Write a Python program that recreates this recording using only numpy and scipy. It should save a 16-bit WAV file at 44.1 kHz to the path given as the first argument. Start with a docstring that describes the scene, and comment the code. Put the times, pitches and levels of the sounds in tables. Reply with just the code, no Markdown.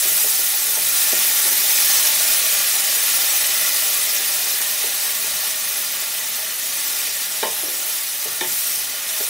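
"""In a thin metal pan, a wet spice paste fries in hot oil over a gas flame. Countless steam bubbles burst:
random clicks, coloured by pitch, make the sizzle, with a patchy grain. The bursts also shake the pan, which
rings at its own pitches (modes), and drops spit in a quick stream of sharp clicks. A wooden spatula knocks and
drags on the metal; filtered noise makes the low rumble of the flame."""
import sys
import numpy as np
from scipy import signal
from scipy.io import wavfile
from scipy.ndimage import uniform_filter1d

SR = 44100
rng = np.random.default_rng(int(sys.argv[2]) if len(sys.argv) > 2 else 0)


def persist_wave(psi):
    """Save psi, clipped to +-1, as 16-bit WAV."""
    counts = np.round(np.clip(psi, -1, 1) * 32767).astype(np.int16)
    wavfile.write(sys.argv[1], SR, np.atleast_2d(counts).T)


def amplitude_ratio(level_db):
    """Convert a level in decibels to the matching linear amplitude (field) ratio."""
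    exponent = np.asarray(level_db, float) / 20
    return 10 ** exponent


N = 409670   # length in samples

# How strongly the paste fries over time. Each row: time in seconds, relative level of the fine
# spray in dB, relative level of the large bubbles in dB.
FRYING = [(0.0, -20, -30), (0.18, -19, -30), (0.5, -20, -31), (0.7, -22, -32), (1.0, -19.5, -28),
          (1.6, -19, -28.5), (1.9, -18.5, -25.5), (2.82, -21.5, -28), (3.18, -20.5, -27), (4.3, -23, -29.5),
          (5.95, -26.5, -32.5), (6.15, -27.5, -32.5), (6.6, -27.5, -33.5), (6.9, -25, -31.5),
          (7.42, -27.5, -33), (7.76, -26, -34), (8.42, -28, -34), (8.51, -24, -33), (8.64, -23.5, -33),
          (8.75, -24.5, -34), (8.97, -31, -34), (9.19, -24, -33), (9.29, -27, -33.5)]
# Touches of the spatula. Each row: start in seconds, relative blow on the floor in dB, relative blow on
# the wall in dB, drag in seconds (before stretching), dulling by paste in dB per octave (modes use it
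# only when negative).
SPATULA_TOUCHES = [(.049, -36, -31, 0.011, -20), (.109, -42, -41, 0.036, -20), (.242, -25, -41, 0.013, -26),
                   (0.389, -39, -36, 0.009, -20), (.765, -32, -33, 0.027, -3),
                   (1.126, -19.5, -30, 0.0045, -33), (1.45, -42, -28.5, 0.046, 0),
                   (4.199, -36, -46, 0.017, -2), (4.837, -28.5, -37, 0.028, -21.5),
                   (5.239, -36, -33.5, 0.016, -11.5), (7.428, -14.5, -36, 0.024, 0),
                   (7.629, -37, -28, 0.059, -24), (8.254, -29, -36, 0.028, -24),
                   (8.409, -40, -21, 0.022, 3), (9.203, -28, -37, 0.02, -34)]
# Modes of the pan. Each row: pitch in Hz, width in Hz (before any damping by a touch), then relative
# levels in dB under the frying, struck on the floor, struck on the wall.
PAN_MODES = [(160, 23, -27, -27, -26), (206, 34, -14, -8.5, -12), (289, 56, -12, -7.5, -9),
             (361, 28, -9.5, -11, 0.5), (429, 56, -8.5, 4.5, -13), (509, 24, -9.5, -8, -11),
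             (551, 27, -6, -7, -12), (634.6, 36, -0.5, 1, -12), (699, 71, -8, 2, -22),
             (784, 73, -3.5, 6.5, -2), (892.5, 18.5, -1, 0.5, -6.5), (959, 41, -8.5, 0, -18),
             (1058, 25, -4.5, -6, -20), (1140, 33, -1.5, -8.5, -13), (1258, 37, -5, -13, -22),
             (1312, 22, -3.5, -22, -28), (1419, 67, -0.5, -10, -20), (1657, 56, 1, -3, -2),
             (1772, 35, 3.5, -12, 0), (1843, 40, 4, -8, 4), (2008, 86, 3, -11, -5), (2205, 25, 0.5, -20, 0),
             (2443, 73, 2.5, -11, 1), (2994, 34, 4, -6, -2.5), (3160, 35, 1, -17, 2),
             (3542, 133, 2.5, -7, 9), (3820, 120, 1, -1, -3), (4070, 68, 1, -6, -8)]
# Colour of the bursting bubbles. Each row: pitch in Hz, relative level in dB per Hz.
BURST_COLOUR = [(940, -37), (1600, -6), (1960, 1), (2500, 5), (3700, 3), (4200, 5), (4700, 4.5), (5200, 5),
                (5900, 6), (6600, 3.5), (7400, 0.5), (8200, 1.5), (10300, -0.5), (13000, -2.5),
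                (15700, -1.5)]
# Colour of the burner's rumble. Each row: pitch in Hz, relative level in dB per Hz.
RUMBLE_COLOUR, RUMBLE_DB = [(15, -45), (25, -16), (91, -8), (124, -12), (167, -10), (200, -2.5), (260, -29),
                            (440, -120)], -59
# Left-right noise heard with the sizzle, which itself is mono. Each row: pitch in Hz, usual level of
# the noise against the sizzle in dB.
SIDE_NOISE = [(3000, -27.5), (5000, -22.5), (6800, -25), (7300, -11.5), (11000, -10), (12500, -4.5),
              (16000, -6.5)]
# Pitch of the large, middle and fine bubbles. The three entries are in Hz.
BUBBLE_HZ = [2820, 5890, 11080]
# Modes of the pan stand. Each row: pitch in Hz, width in Hz.
STAND_MODES = [(100, 30), (150, 12.4), (200, 19)]
# The pan rocks on its stand after a push. Each row: start in seconds, relative level in dB.
ROCKS = [(.049, -38), (0.766, -38), (1.126, -41), (1.451, -38), (5.239, -42), (7.428, -44), (8.254, -40),
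         (8.409, -37)]

BURSTS_PER_S, SIZE_SPREAD_DB = 26000, 2
MIDDLE_LIKE_SPRAY, MIDDLE_DB = 0.45, -0.5   # share of the way from large bubbles to spray, then an offset
HUM_DB, HUM_FOLLOWS = -38.5, 0.79   # pan hum at mean frying; its share of the large bubbles' swing in dB
SPITS_PER_S, SPIT_DB = 150, 10.5   # spit level is against the spray, before size and filter


def rms_one(x):
    """Scale to an average power of one."""
    return x / np.sqrt(np.mean(x ** 2) + 1e-20)


def at_hz(points, hz):
    """Read a table of levels between its rows, on a log scale of pitch."""
    table_hz, level_db = np.array(points)[:, 0], np.array(points)[:, 1]
    return np.interp(np.log(hz), np.log(table_hz), level_db)


def drift(rate):
    """A slow random wander of spread 1, changing about rate times a second."""
    step = 32   # worked out at every 32nd sample only
    r = np.exp(-2 * step * np.pi * rate / SR)
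    noise = rng.standard_normal(N // step + 2002)
    slow = signal.lfilter([1], [1, -2 * r, r * r], noise)[2000:]   # skip the filter's start
    return np.interp(np.arange(N) / step, np.arange(len(slow)), rms_one(slow))


def band(x, low_hz, high_hz):
    """Keep the sound between two pitches."""
    edges_hz = [low_hz, min(high_hz, .48 * SR)]
    return signal.sosfilt(signal.butter(2, edges_hz, "band", fs=SR, output="sos"), x)


def resonate(x, hz, width_hz):
    """One mode driven by a steady shaking, with gain 1 at its own pitch."""
    r = np.exp(-np.pi * width_hz / SR)
    drive = np.array([1, 0, -1]) * (1 - r * r) / 2
    return signal.lfilter(drive, [1, -2 * r * np.cos(2 * np.pi * hz / SR), r * r], x)


def struck(push, hz, width_hz):
    """One mode set ringing: a unit push starts a dying sine of height 1."""
    r, w = np.exp(-np.pi * width_hz / SR), 2 * np.pi * hz / SR
    return signal.lfilter([0, np.sin(w)], [1, -2 * r * np.cos(w), r * r], push)


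def patches(shape, wide, long):
    """A random field over pitch and time, spread 1, smoothed over so many pitch bins and time frames."""
    field = rng.standard_normal(shape)
    for _ in range(2):
        field = uniform_filter1d(field, wide, axis=0)
        field = uniform_filter1d(field, long, axis=1)
    return rms_one(field)


def random_clicks(size_db, per_s):
    """Clicks of given sizes and random sign at random moments."""
    size = amplitude_ratio(size_db) * rng.choice([-1, 1], N)
    return size * (rng.random(N) < per_s / SR)


def bursts():
    """Bubbles burst at random moments, most small, a few large."""
    return rms_one(random_clicks(SIZE_SPREAD_DB * np.minimum(rng.exponential(1, N), 6), BURSTS_PER_S))


def burner():
    """The gas flame rumbles low: noise in half-octave bands, with a drifting level."""
    edges_hz = 20 * 2 ** (np.arange(8) / 2)
    noise = rng.standard_normal((2, N))   # neighbouring bands use different noise
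    rumble = 0
    for k, (low_hz, high_hz) in enumerate(zip(edges_hz, edges_hz[1:])):
        level_db = at_hz(RUMBLE_COLOUR, np.sqrt(low_hz * high_hz))
        rumble = rumble + amplitude_ratio(level_db) * band(noise[k % 2], low_hz, high_hz)
    return amplitude_ratio(RUMBLE_DB + 1.7 * drift(4)) * rms_one(rumble)


def rocking():
    """A pushed pan wobbles briefly and the modes of the stand answer low."""
    out, t = np.zeros(N), np.arange(round(.4 * SR)) / SR
    for s, level_db in ROCKS:
        swell = (t / 0.042) * np.exp(-t / 0.044)   # grows, then dies away
        wobble = 0.028 * rng.standard_normal(len(t)) * swell
        answer = sum(struck(wobble, hz, width_hz) for hz, width_hz in STAND_MODES)
        at = round(s * SR)
        out[at:at + len(t)] += amplitude_ratio(level_db) * band(answer, 87, 280)[:N - at]
    return out


def spatula():
    """A soft blow and a juddering drag set the modes ringing; paste under the blade dulls the high ones."""
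    out, t = np.zeros(N), np.arange(round(.4 * SR)) / SR
    for s, floor_db, wall_db, drag_s, dull_db in SPATULA_TOUCHES:
        judder = rng.standard_normal(len(t))
        push = 0.021 * judder * np.exp(-t / (1.58 * max(drag_s, .002)))
        push[0] = 0.52   # the blow itself
        chances_db = 0.62 * rng.standard_normal(len(PAN_MODES))
        sound = 0
        for k, (hz, width_hz, _, on_floor_db, on_wall_db) in enumerate(PAN_MODES):
            dulled_db = min(dull_db, 0) * max(np.log2(hz / 650), 0)
            # the paste damps the floor
            floor = amplitude_ratio(floor_db + on_floor_db) * struck(push, hz, 1.08 * width_hz)
            # on the wall, high modes die sooner
            wall = amplitude_ratio(wall_db + on_wall_db) * struck(push, hz, (0.28 + hz / 3500) * width_hz)
            sound = sound + (-1) ** k * amplitude_ratio(chances_db[k] + dulled_db) * (floor + wall)
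        # a bare edge cracks on the wall
        sound = sound + amplitude_ratio(wall_db + 2 * dull_db - 1.0) * judder * np.exp(-t / 0.005)
        # wood yields, so the ring builds up
        sound = band(sound, 290, 7000) * (1 - np.exp(-t / 0.00053))
        at = round(s * SR)
        out[at:at + len(t)] += sound[:N - at]
    return out


def pan_under_frying(large_db, hum_db, seething_db):
    """The bursts keep every mode of the pan sounding; neighbours swing in opposite phase."""
    shaking = bursts() * amplitude_ratio(seething_db)
    low, high = 0, 0
    for k, (hz, width_hz, level_db, *_) in enumerate(PAN_MODES):
        mode = (-1) ** k * amplitude_ratio(level_db + 1.3 * drift(3.8)) * resonate(shaking, hz, width_hz)
        if hz < 1550:
            low = low + mode
        else:
            high = high + mode
    return amplitude_ratio(hum_db) * rms_one(low) + amplitude_ratio(large_db - 2.5) * rms_one(high)


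def spits(spray_db):
    """Drops of water crack sharply in the oil: short clicks at random moments."""
    cracks = random_clicks(3.0 * np.minimum(rng.exponential(1, N), 3), SPITS_PER_S)
    return amplitude_ratio(spray_db + SPIT_DB) * band(cracks + 1e-18, 1520, 14000)


def sizzle(sizes_db, seething_db):
    """The sizzle, coloured by bubble size, with a random grain and left-right noise in small patches."""
    grid = dict(fs=SR, nperseg=512, noverlap=384)
    hz, s, (mid, side) = signal.stft([bursts(), rng.standard_normal(N)], **grid)
    hz = np.maximum(hz, 50)
    at = np.minimum(s * SR, N - 1).astype(int)
    # how much each bubble size counts at each pitch
    shares = [np.interp(np.log(hz), np.log(BUBBLE_HZ), one)[:, None] for one in np.eye(3)]
    offsets_db = [-5.0, -5.0, -3.0]
    size_db = sum(share * (db[at] + offset) for share, db, offset in zip(shares, sizes_db, offsets_db))
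    fine_grain = patches(mid.shape, 2, 5)
    broad_grain = patches(mid.shape, 14, 5)
    noise_patches = patches(mid.shape, 6, 8)
    # the level flickers in patches of pitch and time, most in the treble
    grain_db = (1.2 + 1.1 * shares[1] + 2.3 * shares[2]) * fine_grain + .7 * broad_grain
    gain = amplitude_ratio(at_hz(BURST_COLOUR, hz)[:, None] + size_db + grain_db + 8.5)
    # the left-right noise comes and goes in patches
    side_gain = amplitude_ratio(at_hz(SIDE_NOISE, hz)[:, None] + 4.2 * noise_patches)
    mid, side = signal.istft([gain * mid, gain * side_gain * side], **grid)[1][:, :N]
    left_right = mid + side * [[1], [-1]]
    return amplitude_ratio(seething_db) * left_right


def scene():
    """Add up flame, pan, spatula, spits and sizzle as the frying rises and falls."""
    s, *columns = np.transpose(FRYING)
    spray_db, large_db = [np.interp(np.arange(N) / SR, s, column) for column in columns]
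    middle_db = large_db + MIDDLE_LIKE_SPRAY * (spray_db - large_db) + MIDDLE_DB
    hum_db = HUM_DB + HUM_FOLLOWS * (large_db - large_db.mean())
    seething_db = 0.13 * drift(9) + 0.38 * drift(31)   # the whole surface flares together
    pan = rocking() + spatula() + pan_under_frying(large_db, hum_db, seething_db)
    frying = spits(spray_db) + sizzle([large_db, middle_db, spray_db], seething_db)
    return burner() + pan + frying


def roll_off(x):
    """The treble ends steeply here."""
    return signal.sosfilt(signal.butter(12, 16990, fs=SR, output="sos"), x)


def record(dry):
    """A steep filter cuts the top of the mix, above 15740 Hz."""
    steep = signal.ellip(14, .3, 80, 15740, fs=SR, output="sos")
    finished = signal.sosfilt(steep, dry)
    return roll_off(finished)


dry = scene()
out = record(dry)
persist_wave(out)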